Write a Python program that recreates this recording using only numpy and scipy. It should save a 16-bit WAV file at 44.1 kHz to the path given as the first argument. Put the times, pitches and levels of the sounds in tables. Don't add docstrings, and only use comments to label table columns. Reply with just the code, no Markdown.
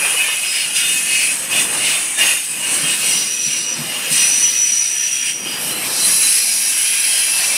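import sys
import numpy as np
from scipy import signal
from scipy.fft import rfft, irfft, next_fast_len
from scipy.io import wavfile
from scipy.ndimage import uniform_filter1d, map_coordinates

SR = 44100
rng = np.random.default_rng(int(sys.argv[2]) if len(sys.argv) > 2 else 0)


def to_wav(sig):
    pcm = np.clip(np.atleast_2d(sig), -1, 1) * 32767
    pcm = np.round(pcm).astype(np.int16)
    wavfile.write(sys.argv[1], SR, pcm.T)


N = 333837

# time in seconds, rumble in dB, roar in dB.
ROLLING_LEVELS = [(0.0, -41.5, -29.5), (0.4, -50, -39.5), (0.69, -44.5, -39.5), (0.9, -41, -39),
                  (1.43, -42.5, -37), (1.55, -38, -34), (1.8, -37, -31.5), (2.0, -41, -34.5),
                  (2.42, -47.5, -44), (2.72, -36.5, -34.5), (2.95, -40.5, -37.5), (3.12, -40, -41),
                  (3.44, -42, -43), (3.68, -42, -40), (3.82, -34.5, -36), (3.92, -39.5, -35.5),
                  (4.2, -37, -35), (4.64, -48, -43.5), (5.33, -46.5, -47), (5.44, -35.5, -36.5),
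                  (5.9, -34, -32), (6.15, -38.5, -37), (6.39, -45, -40), (7.0, -48, -41.5),
                  (7.57, -42.5, -33)]
# frequency in Hz, relative level in dB.
RUMBLE_SPECTRUM = [(15, -66), (25, -41), (54, -23), (90, -11), (152, -0.5), (276, -1.5), (305, -1),
                   (342, -5), (458, -8.5), (520, -1.5), (680, -43), (1140, -120)]
ROAR_SPECTRUM = [(210, -33), (360, -7), (517, -10.5), (568, -3), (1050, -3), (1290, -4), (1480, -4.5),
                 (1700, -2), (2080, -9), (3520, -120)]
FRAME_SPECTRUM = [(250, -54), (450, -2), (800, -6.5), (1300, -0.5), (2200, -32)]
# start in seconds, strength in dB.
FLAT_STRIKES = [(2.828, -25), (3.14, -33), (3.462, -27), (3.78, -25), (3.8, -25.5), (4.104, -25),
                (4.439, -36)]
COUPLING_BLOWS = [(0.049, -18), (0.139, -18), (0.279, -19), (0.953, -38), (1.569, -21), (2.189, -24),
                  (2.23, -19), (2.329, -24)]
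# time in seconds, then grind, rasp, hiss and sizzle in dB.
RUBBING_LEVELS = [(0.0, -23, -31.5, -23, -28.5), (0.4, -26, -29, -23.5, -33),
                  (0.73, -26, -31.5, -24.5, -35), (1.47, -29.5, -37.5, -27, -35.5),
                  (2.16, -28.5, -33, -23, -34), (2.48, -30, -34, -28, -33),
                  (2.98, -27.5, -27.5, -24.5, -30.5), (3.37, -30, -31, -28.5, -36),
                  (3.72, -28, -31.5, -30.5, -40), (3.9, -25.5, -29.5, -28.5, -36),
                  (4.08, -24, -31, -25.5, -30.5), (4.5, -24.5, -27, -22.5, -31),
                  (4.75, -25.5, -29, -23.5, -34), (5.0, -27, -31.5, -26, -33), (5.35, -31.5, -38, -30, -38),
                  (5.42, -30, -37, -32.5, -38), (5.47, -25.5, -32, -30.5, -34), (5.8, -25, -29, -28, -28.5),
                  (6.02, -25, -21.5, -19, -22.5), (6.47, -26.5, -22.5, -20.5, -24.5),
                  (6.95, -21.5, -23.5, -21.5, -26.5), (7.57, -22.5, -23, -20, -25.5)]
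# time of full grip, rise, hold and release in
# seconds, then gain in dB of grind, rasp, hiss, sizzle and the shaking of the cars.
BRAKE_GRABS = [(0.062, 0.034, 0.069, 0.028, 4, 1, 1.5, 1, 3), (0.21, 0.067, 0.14, .06, 4.5, 1, 0, 2, 1.5),
               (0.438, 0.031, 0.026, 0.028, 6.5, 0, 0, 0, 1),
               (0.553, 0.061, 0.09, .05, 5.5, 4.5, 2, -1, -1),
               (0.766, 0.024, 0.17, 0.24, 7.5, 8, 6.5, 5, 0), (1.156, 0.11, 0.1, 0.21, 9, 8.5, 7, 5, -0.5),
               (1.531, 0.036, 0.087, 0.089, 8.5, 7, 5, 7, 4), (1.594, 0.047, 0.01, 0.067, 3, 7, 3.5, 3, -2),
               (1.734, 0.059, 0.022, 0.089, 5.5, 6.5, 4, 4, 2),
               (1.861, 0.092, 0.033, 0.27, 11.5, 11, 6, 5, -1), (2.19, .016, 0.12, 0.13, 13, 9, 6.5, 9, 10),
               (2.23, .03, .006, .015, 2.5, 1.5, -3, 3, 2), (2.724, 0.15, 0.019, 0.075, 7, 2.5, 7, 0, 2),
               (2.841, 0.084, 0.084, 0.055, 7.5, 5, 4.5, -1, 2),
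               (3.109, 0.15, 0.032, 0.23, 7.5, 6.5, 6.5, 3.5, 5.5),
               (3.5, 0.11, 0.089, 0.1, 2, 5.5, 3, 1, 1), (4.124, 0.031, 0.062, 0.29, 5.5, 9, 8.5, 5, 0.5),
               (5.26, 0.24, 0.038, 0.059, 7.5, 5.5, 5, 1, 3),
               (5.627, 0.046, .04, .1, -2.5, -1, 2, 6.5, -0.5), (6.06, .04, .03, 0.12, 0.5, 2, 1.5, 3, 2),
               (6.22, .03, 0.075, .15, 3, 0.5, 3, 1.5, 1.5), (7.037, .03, 0.018, 0.049, 0, 2, -0.5, 2, 0)]
# frequency in Hz, relative level in dB.
GRIND_SPECTRUM = [(1000, -36), (1400, -12.5), (1900, -5.5), (2500, 1.5), (3000, 0), (3400, -5.5),
                  (3900, -21)]
RASP_SPECTRUM = [(3100, -37), (3600, -2.5), (4400, -1), (5200, 0), (5800, 1), (6600, -22)]
HISS_SPECTRUM = [(5000, -51), (5800, -10.5), (6600, -4.5), (7200, -7.5), (8200, -1), (9500, 1),
                 (10500, -2.5), (11300, -56), (12500, -40)]
SIZZLE_SPECTRUM = [(9500, -44), (10800, 4.5), (11500, -1), (12400, -2), (13300, -7), (14100, -7),
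                   (14800, -21), (15600, -14.5)]
# frequency in Hz, width in Hz, height or depth in dB against the rubbing noise.
WHEEL_MODES = [(1770, 90, 0), (2400, 60, 0), (3200, 80, 0), (4070, 130, 2), (4400, 150, 0), (5000, 200, 3),
               (5850, 200, 2), (6680, 130, 0), (7480, 160, 0), (8080, 60, 0), (8290, 120, 2), (8500, 80, 0),
               (9330, 200, 0), (9850, 120, 0), (10230, 100, -2), (12200, 40, 0), (12600, 80, 0),
               (1919, 14, 4), (2073, 14, 3), (4874, 14, 3), (7080, 14, 4), (8060, 12, 6), (8477, 16, 4),
               (9344, 16, 3), (9828, 18, 3)]
FIRST_WHEEL_MODES = [(2551, 40, 4), (2784, 16, 4), (2860, 110, 3), (3540, 14, 5), (3592, 20, 5),
                     (3640, 40, 0)]
LATER_WHEEL_MODES = [(2160, 40, 2), (2650, 50, 4), (3770, 20, 3), (4115, 30, 4)]
WHEEL_GAPS = [(1290, 120, -6), (3424, 104, -5), (3800, 99, -0.5), (4630, 110, -5), (5450, 110, -1),
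              (6500, 180, -0.5), (7140, 180, -1.5), (11400, 250, -3), (13400, 500, -4)]
# start and end in seconds, pitch and width in Hz, level in dB.
CLEAR_SQUEALS = [(0.0, 0.16, 8775, 47, -32), (0.0, 0.25, 9465, 32, -26), (0.0, 0.3, 2410, 8, -27),
                 (0.0, 0.46, 9970, 54, -29), (0.0, 0.49, 12550, 58, -38), (0.0, 0.68, 2552, 9, -26),
                 (0.74, 1.36, 2549, 9, -26), (0.14, 0.24, 2930, 30, -24), (0.24, 0.4, 2900, 45, -31),
                 (0.2, 0.34, 1770, 45, -35), (0.92, 1.2, 1770, 30, -37), (0.65, 0.88, 1420, 25, -41),
                 (0.77, 0.84, 2200, 40, -31), (1.38, 1.5, 530, 30, -44), (0.5, 0.69, 4315, 35, -36),
                 (0.43, 0.66, 5080, 31, -29), (0.43, 1.24, 2865, 30, -29), (0.53, 0.73, 10000, 8, -33),
                 (0.53, 1.19, 12380, 25, -42), (0.65, 1.76, 12200, 8, -39), (0.73, 1.0, 3590, 18, -31),
                 (0.03, 0.36, 3630, 25, -38), (0.99, 1.6, 9830, 35, -29), (1.07, 1.31, 4425, 31, -33),
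                 (1.14, 1.38, 2370, 8, -32), (1.27, 1.78, 8325, 47, -30), (1.36, 1.86, 8065, 12, -34),
                 (1.5, 1.96, 2850, 55, -28), (1.5, 1.95, 2550, 14, -33), (1.52, 1.7, 3540, 31, -31),
                 (1.78, 2.01, 3585, 12, -34), (1.66, 1.78, 9250, 8, -31), (1.84, 2.05, 8560, 8, -29),
                 (2.02, 2.15, 9315, 8, -31), (2.13, 2.43, 3630, 27, -33), (2.15, 2.24, 1730, 30, -30),
                 (2.16, 2.37, 9800, 17, -28), (2.165, 2.26, 2810, 30, -20), (2.26, 2.42, 2780, 35, -25),
                 (2.2, 2.36, 1920, 20, -30), (2.2, 2.48, 6485, 56, -31), (2.25, 2.56, 9455, 29, -28),
                 (2.37, 3.16, 8065, 16, -28), (2.39, 3.07, 8260, 51, -29), (2.58, 2.74, 2860, 30, -30),
                 (2.84, 2.96, 2860, 35, -27), (3.02, 3.35, 2850, 35, -29), (3.44, 3.75, 2850, 28, -33),
                 (2.47, 2.78, 2540, 30, -33), (2.6, 2.85, 2260, 18, -37), (3.02, 3.2, 2130, 25, -36),
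                 (2.24, 2.45, 11150, 40, -38), (2.24, 2.45, 11500, 30, -40), (2.75, 3.1, 11950, 20, -44),
                 (2.7, 3.3, 12300, 20, -45), (3.85, 4.15, 6820, 25, -40), (4.02, 4.13, 520, 30, -39),
                 (2.53, 3.35, 14695, 9, -44), (2.55, 2.95, 9830, 8, -29), (2.78, 2.92, 3175, 8, -30),
                 (2.84, 3.09, 2555, 25, -29), (3.32, 3.79, 7440, 52, -35), (3.35, 3.65, 9785, 17, -31),
                 (3.41, 4.06, 8245, 38, -37), (3.43, 4.08, 8070, 15, -37), (3.76, 4.19, 12595, 8, -38),
                 (3.79, 4.21, 2855, 18, -33), (3.85, 4.17, 12330, 8, -40), (3.88, 4.36, 14695, 11, -45),
                 (4.05, 4.26, 5095, 50, -33), (4.08, 4.46, 8475, 57, -26), (4.12, 4.48, 9345, 8, -29),
                 (4.63, 5.0, 8475, 27, -33), (4.89, 5.52, 9275, 25, -37), (5.09, 5.26, 3260, 20, -38),
                 (5.25, 5.6, 3145, 12, -35), (5.2, 5.75, 4829, 8, -40), (5.45, 5.63, 4930, 45, -36),
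                 (5.45, 5.8, 2940, 30, -35), (5.7, 5.8, 4090, 20, -35), (5.43, 5.7, 11055, 8, -39),
                 (5.47, 5.97, 8235, 15, -37), (5.47, 5.98, 8085, 12, -38), (5.54, 5.91, 12200, 8, -37),
                 (5.55, 5.76, 14375, 58, -41), (5.57, 5.84, 10865, 19, -36), (5.62, 5.8, 10390, 19, -35),
                 (5.63, 5.78, 10230, 34, -34), (5.67, 6.3, 4005, 30, -38), (5.85, 6.32, 4100, 30, -38),
                 (6.3, 7.45, 1605, 35, -41), (6.7, 7.5, 4950, 80, -35), (5.98, 6.1, 8325, 25, -29),
                 (6.0, 6.07, 4070, 50, -24), (6.03, 6.27, 10625, 18, -30), (6.07, 6.21, 9140, 15, -28),
                 (6.21, 6.29, 4030, 40, -25), (6.24, 6.49, 8385, 8, -29), (6.36, 6.71, 5060, 50, -33),
                 (6.85, 7.49, 3215, 18, -34), (6.93, 7.48, 2650, 10, -31), (7.06, 7.27, 5050, 29, -34),
                 (7.2, 7.33, 2380, 12, -32), (7.47, 7.56, 2350, 15, -32), (7.5, 7.56, 2150, 15, -34),
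                 (6.04, 6.2, 10290, 50, -25)]
# time in seconds, level in dB.
SHRIEK_LEVELS = [
    [(3.0, -38), (3.1, -20), (3.22, -20), (3.26, -25), (3.34, -22), (3.37, -27), (3.41, -21.5), (3.47, -23),
     (3.5, -25), (3.55, -23), (3.69, -24.5), (3.73, -23), (3.79, -41), (3.86, -28)],
    [(4.1, -42), (4.15, -23), (4.18, -22), (4.205, -18), (4.37, -17.5), (4.445, -16), (4.5, -17.5),
     (4.9, -16.5), (4.94, -19), (4.99, -23), (5.04, -17.5), (5.1, -26), (5.135, -13), (5.175, -22),
     (5.29, -21.5), (5.43, -32), (5.47, -30), (5.6, -41), (5.75, -30)],
    [(5.92, -36), (6.0, -24), (6.08, -28), (6.3, -24.5), (6.65, -27), (7.2, -31), (7.57, -31)],
    [(5.95, -37), (6.06, -21.5), (6.35, -17.5), (6.38, -21.5), (6.72, -20.5), (7.0, -19.5), (7.57, -21.5)],
]
# pitch in Hz, width in Hz, relative level in dB.
SHRIEK_MODES = [
    [(5800, 35, -2), (5860, 20, -3), (5952, 12, -1), (5870, 110, -1)],
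    [(5790, 40, -8), (5860, 18, -4), (5925, 12, 0), (6015, 40, -9), (5890, 110, -3)],
    [(5715, 50, -3), (5820, 90, 0), (5920, 60, -4)],
    [(9990, 35, -1), (10042, 7, 0), (10170, 40, -5), (10240, 9, -4), (10100, 170, -3)],
]
SHRIEK_FALL_HZ = [15, 220, -40, 15]


def amp(db):
    return 10 ** (np.asarray(db) / 20)


def unit(x):
    return x / np.sqrt(np.mean(np.abs(x) ** 2) + 1e-20)


def spectrum_gain(spectrum, hz):
    points_hz, db = np.transpose(spectrum)
    return amp(np.interp(np.log(hz + 1), np.log(points_hz + 1), db))


def curves(rows, t):
    times, *columns = np.transpose(rows)
    return [np.interp(t, times, column) for column in columns]


def wobble(rate, size=N):
    knots = rng.standard_normal(int(size * rate / SR) + 4)
    return map_coordinates(knots, [np.arange(size) * rate / SR])


def fade(size, rise_s, fall_s):
    t = np.arange(size) / SR
    return np.minimum(1, t / rise_s) * np.minimum(1, t[::-1] / fall_s)


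def filtered(x, response):
    padded = next_fast_len(N + 8192)
    return irfft(rfft(x, padded) * response(np.fft.rfftfreq(padded, 1 / SR)), padded)[..., :N]


def rush(spectrum, patchy_db, streaky_db):
    bins = signal.stft(rng.standard_normal(N), nperseg=1024)[2]
    chance = rng.standard_normal((2, *bins.shape))
    patches = uniform_filter1d(uniform_filter1d(chance[0], size=10, axis=0), size=6, axis=1)
    streaks = uniform_filter1d(chance[1], size=14, axis=1)
    gain = amp(patchy_db * unit(patches) + streaky_db * unit(streaks))
    noise = signal.istft(bins * gain, nperseg=1024)[1][:N]
    return unit(filtered(noise, lambda hz: spectrum_gain(spectrum, hz)))


def rolling_cars(shake_db):
    rumble_db, roar_db = curves(ROLLING_LEVELS, np.arange(N) / SR)
    jolts_db = .5 * wobble(7)
    rumble = amp(rumble_db + .64 * shake_db + jolts_db) * rush(RUMBLE_SPECTRUM, .6, 1.1)
    roar = amp(roar_db + shake_db + .62 * jolts_db) * rush(ROAR_SPECTRUM, 1.35, 1.5)
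    return rumble + roar


def wheel_flat():
    out, t = np.zeros(N), np.arange(SR // 8) / SR
    push = (t / .014) * np.exp(1 - t / .014)
    for start, db in FLAT_STRIKES:
        phase = rng.uniform(0, 2 * np.pi)
        ring = np.sin(2 * np.pi * 155 * t) + .66 * np.sin(2 * np.pi * 235 * t + phase)
        out[round(start * SR):][:len(t)] += amp(db) * push ** 2 * unit(ring) / np.sqrt(2)
    return out


def coupling_knocks():
    blows, t = np.zeros(N), np.arange(SR // 16) / SR
    burst = (t / .0068) * np.exp(1 - t / .0065)
    for start, db in COUPLING_BLOWS:
        blows[round(start * SR):][:len(t)] += amp(db) * burst * rng.standard_normal(len(t))
    return amp(6.5) * filtered(blows, lambda hz: spectrum_gain(FRAME_SPECTRUM, hz))


def brake_grabs(t):
    gripped, rise, hold, release, *gains = np.transpose(BRAKE_GRABS)[:, :, None]
    closing = 1 + (t - gripped) / rise
    opening = 1 - (t - gripped - hold) / release
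    grip = np.clip(np.minimum(closing, opening), 0, 1)
    return np.array([np.sum(gain_db * grip, axis=0) for gain_db in gains])


def contact_pressure():
    t = np.arange(0, N / SR + .01, .002)
    levels = np.array(curves(RUBBING_LEVELS, t) + [np.zeros_like(t)]) + brake_grabs(t)
    return curves(np.c_[t, levels.T], np.arange(N) / SR)


def wheel_response(hz, own_modes):
    bell = lambda centre, width: 1 / (1 + (2 * (hz - centre) / width) ** 2) ** 2
    peak_power = sum(amp(db) ** 2 * bell(centre, width) for centre, width, db in WHEEL_MODES + own_modes)
    gaps_db = sum(db * bell(centre, width) for centre, width, db in WHEEL_GAPS)
    return np.sqrt(1 + peak_power) * amp(gaps_db)


def rubbing(ranges_db):
    chatter_db = .5 * wobble(14) + .37 * wobble(45)
    spectra = GRIND_SPECTRUM, RASP_SPECTRUM, HISS_SPECTRUM, SIZZLE_SPECTRUM
    trims_db, wavers_db = (-3, -2.5, -.5, -2.2), (1.1, 1, .44, .38)
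    friction = np.zeros(N)
    for db, spectrum, trim_db, waver_db in zip(ranges_db, spectra, trims_db, wavers_db):
        gain = amp(db + trim_db + chatter_db + waver_db * wobble(18))
        friction += gain * rush(spectrum, patchy_db=.52, streaky_db=3.5)
    takeover = np.interp(np.arange(N) / SR, (5.6, 6.1), (0, 1))
    first = filtered((1 - takeover) * friction, lambda hz: wheel_response(hz, FIRST_WHEEL_MODES))
    later = filtered(takeover * friction, lambda hz: wheel_response(hz, LATER_WHEEL_MODES))
    return first + later


def singing_mode(hz, width_hz, size, steadiness):
    force = rng.standard_normal(size) + 1j * rng.standard_normal(size)
    pole = np.exp(-2 * np.pi * np.clip(width_hz, 2, 500) / SR)
    skirt = signal.lfilter([1 - pole], [1, -pole], force)
    core = unit(signal.lfilter([1 - pole], [1, -pole], skirt))
    wander = core * np.abs(core) ** -steadiness + .15 * unit(skirt)
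    carrier = np.exp(2j * np.pi * np.cumsum(hz * np.ones(size)) / SR)
    return unit((wander * carrier).real)


def squeals(ranges_db, faint_count=32, faint_s=.2, detune=.01):
    pressure_db = lambda hz: ranges_db[np.searchsorted([3400, 5500, 10600], hz)]
    out, faint = np.zeros(N), []
    for when, length, pick, tuning in rng.random((faint_count, 4)):
        start = when * (N / SR - 2 * faint_s)
        end = start + faint_s * (.5 + length)
        hz = WHEEL_MODES[int(pick * len(WHEEL_MODES))][0] * (1 + detune * (2 * tuning - 1))
        faint.append((start, end, hz, 22, pressure_db(hz)[round(start * SR)] - 18))
    for start, end, hz, width_hz, db in CLEAR_SQUEALS + faint:
        span = slice(round(start * SR), round(end * SR))
        size = span.stop - span.start
        swell = amp(.7 * pressure_db(hz)[span] + 2.2 * wobble(14, size)) * fade(size, .03, .04)
        out[span] += amp(db) * unit(swell * singing_mode(hz, width_hz, size, steadiness=.25))
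    return out


def shrieks(stutter_db=2.5, flutter_db=.6):
    out = np.zeros(N + SR)
    for levels, modes, fall_hz in zip(SHRIEK_LEVELS, SHRIEK_MODES, SHRIEK_FALL_HZ):
        t = np.arange(levels[0][0], levels[-1][0], 1 / SR)
        size = len(t)
        sag_hz = fall_hz * np.linspace(0, 1, size) ** 2.5
        cluster = np.zeros(size)
        for hz, width_hz, db in modes:
            gain = amp(db + stutter_db * wobble(11, size))
            cluster += gain * singing_mode(hz - sag_hz, width_hz, size, steadiness=.5)
        level_db = curves(levels, t)[0] + flutter_db * wobble(16, size)
        out[round(t[0] * SR):][:size] += amp(level_db) * unit(cluster) * fade(size, .021, .015)
    return out[:N]


def scene():
    *ranges_db, shake_db = contact_pressure()
    wheels = rubbing(ranges_db) + squeals(ranges_db) + shrieks()
    mono = wheels + rolling_cars(shake_db) + wheel_flat() + coupling_knocks()
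    return np.array([mono, mono])


def record(dry):
    ceiling, low_cut_hz, top_hz = .72, 75, 15655
    rounded = dry / (1 + np.abs(dry / ceiling) ** 6) ** (1 / 6)
    return filtered(rounded, lambda hz: hz ** 2 / (hz ** 2 + low_cut_hz ** 2) * (hz < top_hz))


dry = scene()
out = record(dry)
to_wav(out)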